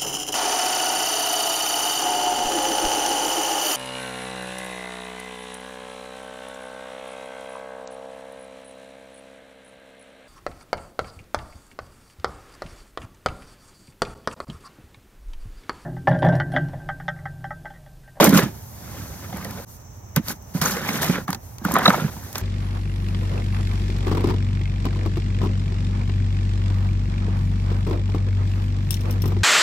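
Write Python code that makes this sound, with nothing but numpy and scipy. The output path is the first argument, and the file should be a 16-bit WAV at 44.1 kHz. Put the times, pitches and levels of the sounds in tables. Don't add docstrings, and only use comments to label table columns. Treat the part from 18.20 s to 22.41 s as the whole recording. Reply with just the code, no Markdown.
import sys
import numpy as np
from scipy import signal
from scipy.fft import rfft, irfft, next_fast_len
from scipy.io import wavfile
from scipy.ndimage import uniform_filter1d, map_coordinates

SR = 44100
rng = np.random.default_rng(int(sys.argv[2]) if len(sys.argv) > 2 else 0)


def boost_factor(decibels):
    exponent = np.asarray(decibels, float) / 20
    return 10 ** exponent


def wrap_up_sound(samples):
    columns = np.atleast_2d(samples).T
    tamed = np.clip(columns, -1, 1)
    steps = np.round(tamed * 32767).astype(np.int16)
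    wavfile.write(sys.argv[1], SR, steps)


N = 185837

# (centre [Hz], width [Hz], level [dB])
BLADE_MODES = [(395, 65, -2), (549, 92, 0), (794, 173, -4), (1034, 126, -3), (1240, 246, -5),
               (1567, 204, -5), (1730, 93, -2), (1954, 410, -6.5), (2347, 540, -9), (3190, 670, -13.5),
               (3880, 350, -15)]
# (frequency [Hz], level [dB per Hz])
GRIT_COLOUR = [(1200, -1.5), (2200, -3.5), (4500, 2.5), (6200, 2), (8000, -1), (10300, -6.5), (12500, -1.5),
               (14500, -4), (16000, -18.5)]
# (time [s], centre [Hz], lift [dB])
CONTACT_PATH = [(0, 559, 5), (.15, 477, -11.5), (.3, 488, -8.5), (.7, 1326, -0.5), (1.45, 996, -0.5),
                (2.0, 1455, -1), (2.45, 1500, 2), (2.85, 1860, -1.5), (3.1, 1390, 6.5), (3.5, 1094, 7),
                (3.7, 1110, 5), (3.85, 1110, -4.5), (4.2, 1085, 1)]


def blade_motion():
    # (time [s], grit sliding [dB], load on the blade [dB])
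    first_push = [
        (0.0, -31.5, -8.5),
        (0.054, -23.5, -16.5),
        (0.124, -39, -27.5),
        (0.18, -23, -19),
        (0.266, -47, -34.5),
        (0.34, -53, -56.5),
    ]
    lift = [
        (0.34, -50, -52),
        (0.48, -49, -63),
        (0.62, -48.5, -48),
        (0.818, -45.5, -39.5),
        (0.852, -46.5, -47),
        (1.12, -48, -44.5),
        (1.13, -47.5, -38),
        (1.398, -47.5, -40.5),
        (1.448, -47, -47.5),
    ]
    scoop = [
        (2.409, -51, -38),
        (2.417, -27, -21.5),
        (2.521, -32.5, -28),
        (2.603, -44.5, -32),
        (2.761, -34.5, -25),
        (2.809, -42, -28),
        (2.825, -27, -24.5),
        (2.981, -48, -27),
        (3.053, -52, -58),
    ]
    second_push = [
        (3.433, -66, -48),
        (3.445, -40, -34),
        (3.483, -48, -26.5),
        (3.545, -35, -26),
        (3.557, -50.5, -15.5),
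        (3.65, -42.5, -24.5),
        (3.7, -34.5, -20),
        (3.76, -42, -27),
        (3.901, -48.5, -37.5),
    ]
    # (peak time [s], rise [s], hold [s], sliding [dB], load [dB])
    brushes = [(1.492, .04, 0.077, -48, -74), (1.6, .02, 0.023, -58, -59), (1.753, .09, 0.043, -61, -68),
               (1.966, 0.0092, 0.0022, -39, -22), (2.087, 0.054, 0.027, -34, -32.5),
               (2.152, .015, 0.0091, -53, -61), (2.302, 0.13, 0.035, -54, -58),
               (2.345, 0.012, 0.056, -41, -36.5), (3.078, .004, 0.07, -47.5, -37.5),
               (3.241, 0.078, 0.12, -51, -72), (3.424, .08, .02, -59, -47.5),
               (3.912, 0.037, 0.13, -45.5, -44.5), (4.038, .06, .12, -45.5, -45.5),
               (4.15, .008, .07, -43.5, -36)]
    rise_db, sag_db_per_s, release_db_per_s = 21, 31, 612
    rest_sliding_db, rest_load_db = -98, -64
    t = np.arange(N) / SR
    motion = np.outer((rest_sliding_db, rest_load_db), np.ones(N))
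    for rows in (first_push, lift, scoop, second_push):
        inside = (t >= rows[0][0]) & (t <= rows[-1][0])
        motion = np.where(inside, curves([rows]), motion)
    for s, rise, hold, *peaks_db in brushes:
        sag_db = sag_db_per_s * np.clip(t - s, 0, hold)
        release_db = release_db_per_s * np.maximum(t - s - hold, 0)
        drop_db = rise_db * np.maximum(s - t, 0) / rise + sag_db + release_db
        motion = np.maximum(motion, np.array(peaks_db)[:, None] - drop_db)
    return motion


def stroke():
    # (centre [Hz], width [Hz], level [dB])
    tub_modes = [(141.5, 34, -4.5), (183, 48.5, -0.5), (236.4, 40, -3), (281, 43, -6.5), (358, 124, -15)]
    fine_db, rasp_db = blade_motion()
    coarse_db = -6.5 + fine_db + 0.49 * (rasp_db - fine_db)
    rumble_lag_s = 0.013
    keep = np.exp(-1 / (rumble_lag_s * SR))
    slow_load_db = rasp_db[0] + signal.lfilter([1 - keep], [1, -keep], rasp_db - rasp_db[0])
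    rumble_db = -16 + 0.68 * slow_load_db

    clump = wobble(45)
    grit = patchy(grains(4000, spread_db=4.5, smooth=0.96), depth_db=2.0, shape=(12, 3))
    force = np.clip((coarse_db + 54) / 14, 0, 1)
    wash = np.std(grit) * rng.standard_normal((2, N))
    grit = force * grit + np.sqrt(1 - force ** 2) * wash
    hiss = boost_factor(fine_db) * unit(filtered(grit, bright)) + boost_factor(coarse_db + 1.5) * unit(filtered(grit, dull))

    crumbs = patchy(grains(1200, spread_db=2.5, smooth=1.0), depth_db=3.0, shape=(3, 9))
    rasp = favoured(unit(filtered(crumbs, body(BLADE_MODES))), octaves=0.7)
    rasp = rasp + boost_factor(-2) * pebbles(260, spread=0.825, cycles=4.9, spread_db=1.5)
    rumble = unit(filtered(rng.standard_normal((2, N)), body(tub_modes)))

    flutter = boost_factor(force * (1.3 * clump + 1.5 * wobble(130)))
    return flutter * hiss + boost_factor(rasp_db - 4.0 + 1.76 * clump) * rasp + boost_factor(rumble_db + 3.5) * rumble


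def snaps():
    # (time [s], peak level [dB], share under 7 kHz [dB])
    bursts = [(0.042, 3, -36), (0.0926, -7.5, -16.5), (0.14, -13, -20), (0.174, -10.5, -2.5),
              (0.233, -17, -15), (1.17, -22, -35), (1.2459, -21, -12.5), (1.3086, -22.5, -16),
              (1.961, -3, -17.5), (2.083, -16, -9.5), (2.1223, -19.5, -29), (2.2228, -37, -27),
              (2.4144, -11.5, -6.5), (2.459, -14, -18), (2.6899, -18, -9), (2.8295, -14, -24),
              (3.08, -28, -9), (3.104, -14.5, -21), (3.1288, -18, -7), (3.1466, -22.5, -5.5),
              (3.3829, -28, -9.5), (3.4496, -14.5, -20), (3.5185, -12.5, -22), (3.5393, -8, -36),
              (3.5853, -13.5, -22), (3.6546, -19, -5.5), (3.677, -25, 4.5), (4.128, -20, -18.5),
              (4.1552, -26.5, 4), (4.1808, -10.5, -22)]
    decay_s, rise_s = 0.00265, 0.00059
    low, high, t = np.zeros((2, N)), np.zeros((2, N)), np.arange(SR // 12) / SR
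    shape = np.exp(-t / decay_s) * (1 - np.exp(-t / rise_s))
    for s, db, dull_db in bursts:
        puff = rng.standard_normal((2, 2, len(t))) * shape
        add(high, s, boost_factor(db + 1.5) * puff[0])
        add(low, s, boost_factor(db + dull_db + 10.5) * puff[1])
    return filtered(low, dull) + filtered(high, bright)


def knocks():
    # (time [s], peak level [dB], pitch [Hz])
    stones = [(0.003, -6.5, 1150), (0.029, -9, 1287), (0.048, -4, 880), (0.131, -15, 950),
              (0.174, -14, 1060), (0.187, -11, 1100), (1.25, -26, 1910), (1.963, -17.5, 1580),
              (2.105, -22, 1605), (2.415, -18, 1320), (2.459, -14.5, 1240), (2.688, -11, 2080),
              (2.829, -13.5, 1800), (3.08, -15, 1220), (3.103, -17, 1160), (3.129, -17, 1030),
              (3.45, -9.5, 1383), (3.484, -16, 990), (3.511, -14.5, 1040), (3.555, -5.5, 1150),
              (3.564, -2, 1266), (3.588, -12.5, 1240), (3.656, -5.5, 1224), (3.661, 1, 1260),
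              (3.68, -2, 696), (3.703, -2.5, 1240), (3.743, -9, 760), (3.798, -17.5, 1420),
              (3.966, -28.5, 980), (4.155, -23, 1030)]
    # (time [s], peak level [dB], pitch [Hz])
    clods = [(0.001, -5.5, 554), (0.015, -11, 576), (0.043, -15, 510), (0.067, -6.5, 306),
             (0.189, -11, 365), (1.126, -25, 746), (2.348, -30, 596), (2.567, -19, 482), (2.819, -25, 600),
             (2.895, -14.5, 304), (3.088, -19, 800), (3.147, -27.5, 794)]
    # (time [s], peak level [dB], pitch [Hz])
    chips = [
        (0.0074, -14, 3840),
        (2.4558, -9.5, 6280),
        (3.6561, -1, 3880),
        (3.678, -1.5, 3880),
    ]
    ring, puff, t = np.zeros((2, N)), np.zeros((2, N)), np.arange(SR // 10) / SR
    quarter_turn = [[0], [np.pi / 2]]
    for rows, length_ms in ((stones, 2.66), (clods, 5.7), (chips, 4)):
        for s, db, hz in rows:
            chance = rng.standard_normal((3, len(t)))
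            drift = np.cumsum(chance[0]) * 0.076
            cycles = np.sin(2 * np.pi * hz * t + drift + quarter_turn)
            add(ring, s, boost_factor(db - 4.5) * swell(t, 0.61 * length_ms) * cycles)
            if hz < 2500:
                add(puff, s, boost_factor(db + 5.5) * swell(t, 0.38 * length_ms) * chance[1:])
    return ring + favoured(filtered(puff, body(BLADE_MODES)), octaves=1.0)


def thumps():
    # (time [s], peak level [dB], pitch [Hz])
    blows = [(0.01, -8.5, 215), (0.075, -5.5, 201.4), (0.094, -9.5, 186), (0.119, -10.5, 279),
             (0.132, -4, 192), (0.154, -3.5, 192), (0.173, -9.5, 182), (0.23, -14, 139),
             (0.256, -18.5, 215), (0.276, -38, 226), (1.14, -26, 179), (1.969, -8, 159),
             (1.991, -19.5, 212), (2.349, -12, 172), (2.418, -19, 165), (2.564, -35, 152),
             (2.688, -19.5, 198), (2.747, -20.5, 200), (2.894, -9, 169), (2.961, -21.5, 181),
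             (2.979, -22.5, 199), (3.089, -15.5, 185), (3.415, -29.5, 228), (3.452, -12, 195),
             (3.535, -15, 230), (3.681, -6, 192.5), (3.719, -17.5, 167), (3.819, -17, 162),
             (3.844, -11.5, 146), (3.963, -31.5, 193)]
    boom, t = np.zeros((2, N)), np.arange(SR // 5) / SR
    shape = swell(t, 7.93) ** 1.95
    for s, db, hz in blows:
        neighbour = np.sin(2 * np.pi * 1.456 * hz * t + rng.uniform(0, 2 * np.pi))
        cycles = np.sin(2 * np.pi * hz * t) + 0.41 * neighbour
        add(boom, s - .001, boost_factor(db - 1.6) * shape * cycles * [[1], [0]])
    return boom


def dull(hz):
    return colour(GRIT_COLOUR)(hz) / np.sqrt(1 + (hz / 7000) ** 8)


def bright(hz):
    return colour(GRIT_COLOUR)(hz) / np.sqrt(1 + (7500 / (hz + 1)) ** 8)


def pebbles(per_s, spread, cycles, spread_db):
    draw = rng.random((round(per_s * N / SR), 4))
    start = (draw[:, :1] * N).astype(int)
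    s, centre_hz, _ = np.transpose(CONTACT_PATH)
    hz = np.interp(start / SR, s, centre_hz) * np.exp(spread * (draw[:, 1:2] + draw[:, 2:3] - .9))
    size = boost_factor(spread_db * np.minimum(-np.log(draw[:, 3:] + 1e-9), 2.5))
    k = np.arange(SR // 40)
    turns = hz * k / SR
    life = size * np.exp(-turns / cycles) * (1 - np.exp(-turns / 0.5))
    rows = [life * np.sin(2 * np.pi * turns), life * np.cos(2 * np.pi * turns)]
    places = (start + k).ravel()
    return unit(np.array([np.bincount(places, r.ravel(), N + len(k))[:N] for r in rows]))


def grains(per_s, spread_db, smooth):
    hit = rng.random(N) < per_s / SR
    size = hit * boost_factor(spread_db * np.minimum(rng.exponential(1, N), 2.5))
    return unit(size * rng.standard_normal((2, N))) + smooth * rng.standard_normal((2, N))


def patchy(x, depth_db, shape):
    z = signal.stft(x, nperseg=256)[2]
    field = uniform_filter1d(rng.standard_normal(z.shape[1:]), shape[0], axis=0)
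    field = uniform_filter1d(field, shape[1], axis=1)
    return signal.istft(z * boost_factor(depth_db * unit(field)), nperseg=256)[1][:, :N]


def favoured(x, octaves):
    hz, t, z = signal.stft(x, SR, nperseg=512)
    s, centre_hz, lift_db = np.transpose(CONTACT_PATH)
    away = np.log2((hz[:, None] + 1) / np.interp(t, s, centre_hz)) / octaves
    gain_db = np.interp(t, s, lift_db) * (np.exp(-away ** 2) - .6)
    return signal.istft(z * boost_factor(gain_db), SR, nperseg=512)[1][:, :N]


def garden():
    # (time [s], level [dB])
    traffic_level = [
        [(0.0, -41), (0.43, -41), (0.75, -40.5), (1.448, -40)],
        [(1.45, -44.5), (2.2, -43.5), (2.6, -41), (3.35, -42.5), (3.73, -39), (4.21, -41.5)],
    ]
    # (frequency [Hz], level [dB per Hz])
    traffic_colour = [(20, -53), (45, -2.5), (100, 6), (170, -9.5), (300, -17.5), (900, -15), (1400, -26),
                      (2200, -30.5), (4500, -44.5), (10500, -41), (13000, -34), (16000, -32.5)]
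    # (frequency [Hz], level [dB per Hz])
    insect_colour = [(4700, -21), (5500, -3), (6300, 2.5), (6800, -7), (7800, -5.5)]
    far_db, = curves(traffic_level)
    traffic = unit(filtered(rng.standard_normal((2, N)), colour(traffic_colour)))
    traffic = boost_factor(far_db + 2.0 + 0.64 * wobble(5.89)) * traffic
    insects = unit(filtered(rng.standard_normal((2, N)), colour(insect_colour + [(9000, -60)])))
    insects = boost_factor(-57.5 + 2.1 * wobble(3.72) + 1.3 * wobble(56)) * insects
    return traffic + insects


def ports(pair, alike):
    # (frequency [Hz], phase [rad])
    lead = [(300, 0), (750, .5), (1600, .15), (2500, 1.3), (4500, 2.1), (7700, np.pi), (10000, 4.65),
            (13200, 2 * np.pi)]
    # (frequency [Hz], level [dB])
    lean = [(60, -3.0), (110, -3.0), (200, -3.5), (380, -3.5), (700, -1.0), (1290, -0.5), (2380, -2.0),
            (4400, -2.0), (8120, 2.0), (15000, 0.0)]
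    turn = lambda hz: np.arccos(np.clip(along(alike, hz), 0, 1)) / 2
    same, other = filtered(pair, lambda hz: np.array([np.cos(turn(hz)), np.sin(turn(hz))]))
    half = lambda hz: boost_factor(along(lean, hz) / 2) * np.exp(.5j * along(lead, hz))
    return filtered(np.array([same + other, same - other]), lambda hz: np.array([half(hz), 1 / half(hz)]))


def unit(x):
    return x / np.sqrt(np.mean(x ** 2) + 1e-20)


def along(points, hz):
    f, v = np.transpose(points)
    return np.interp(np.log(hz + 1), np.log(f + 1), v)


def curves(tables):
    s, *cols = np.vstack(tables).T
    return [np.interp(np.arange(N) / SR, s, c) for c in cols]


def wobble(rate):
    knots = rng.standard_normal(int(N * rate / SR) + 4)
    return map_coordinates(knots, [np.arange(N) * rate / SR])


def filtered(x, response):
    m = next_fast_len(N + SR // 2)
    return irfft(rfft(x, m) * response(np.fft.rfftfreq(m, 1 / SR)), m)[..., :N]


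def colour(spectrum):
    return lambda hz: boost_factor(along(spectrum, hz))


def body(modes):
    def response(f):
        total = 0
        for k, (centre, width, db) in enumerate(modes):
            damping = 1j * f * width
            total = total + (-1) ** k * boost_factor(db) * damping / (centre * centre - f * f + damping)
        return total
    return response


def add(track, s, burst):
    part = track[:, round(s * SR):][:, :burst.shape[1]]
    part += burst[:, :part.shape[1]]


def swell(t, ms):
    u = t / (ms / 1000)
    return u * np.exp(1 - u)


def scene():
    # (frequency [Hz], likeness [0-1])
    near_alike = [(150, .995), (300, .87), (1400, .94), (2200, .62), (6600, .45), (7600, .94), (10000, .87),
                  (13000, .97)]
    # (frequency [Hz], likeness [0-1])
    far_alike = [(110, 0.97), (250, 0.5), (500, 0.05), (1400, 0.057), (2200, 0.093), (6600, 0.17),
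                 (7500, 0.47), (10000, 0.88), (13000, 0.86)]
    shovel = stroke() + snaps() + knocks() + thumps()
    return ports(shovel, near_alike) + ports(garden(), far_alike)


def top_cut(x):
    return signal.sosfilt(signal.butter(12, 16540, fs=SR, output="sos"), x)


def record(dry):
    change_s, fade_in_s, top_hz = 1.4495, 0.03, 15950
    since = np.arange(N) / SR - change_s
    fade = np.where(since < 0, 1, np.clip(0.088 + since / fade_in_s, 0, 1))
    x = filtered(dry * fade, lambda hz: 1 / np.sqrt(1 + (hz / top_hz) ** 120))
    x = x / (1 + np.abs(x / .95) ** 6) ** (1 / 6)
    return top_cut(x)


dry = scene()
out = record(dry)
wrap_up_sound(out)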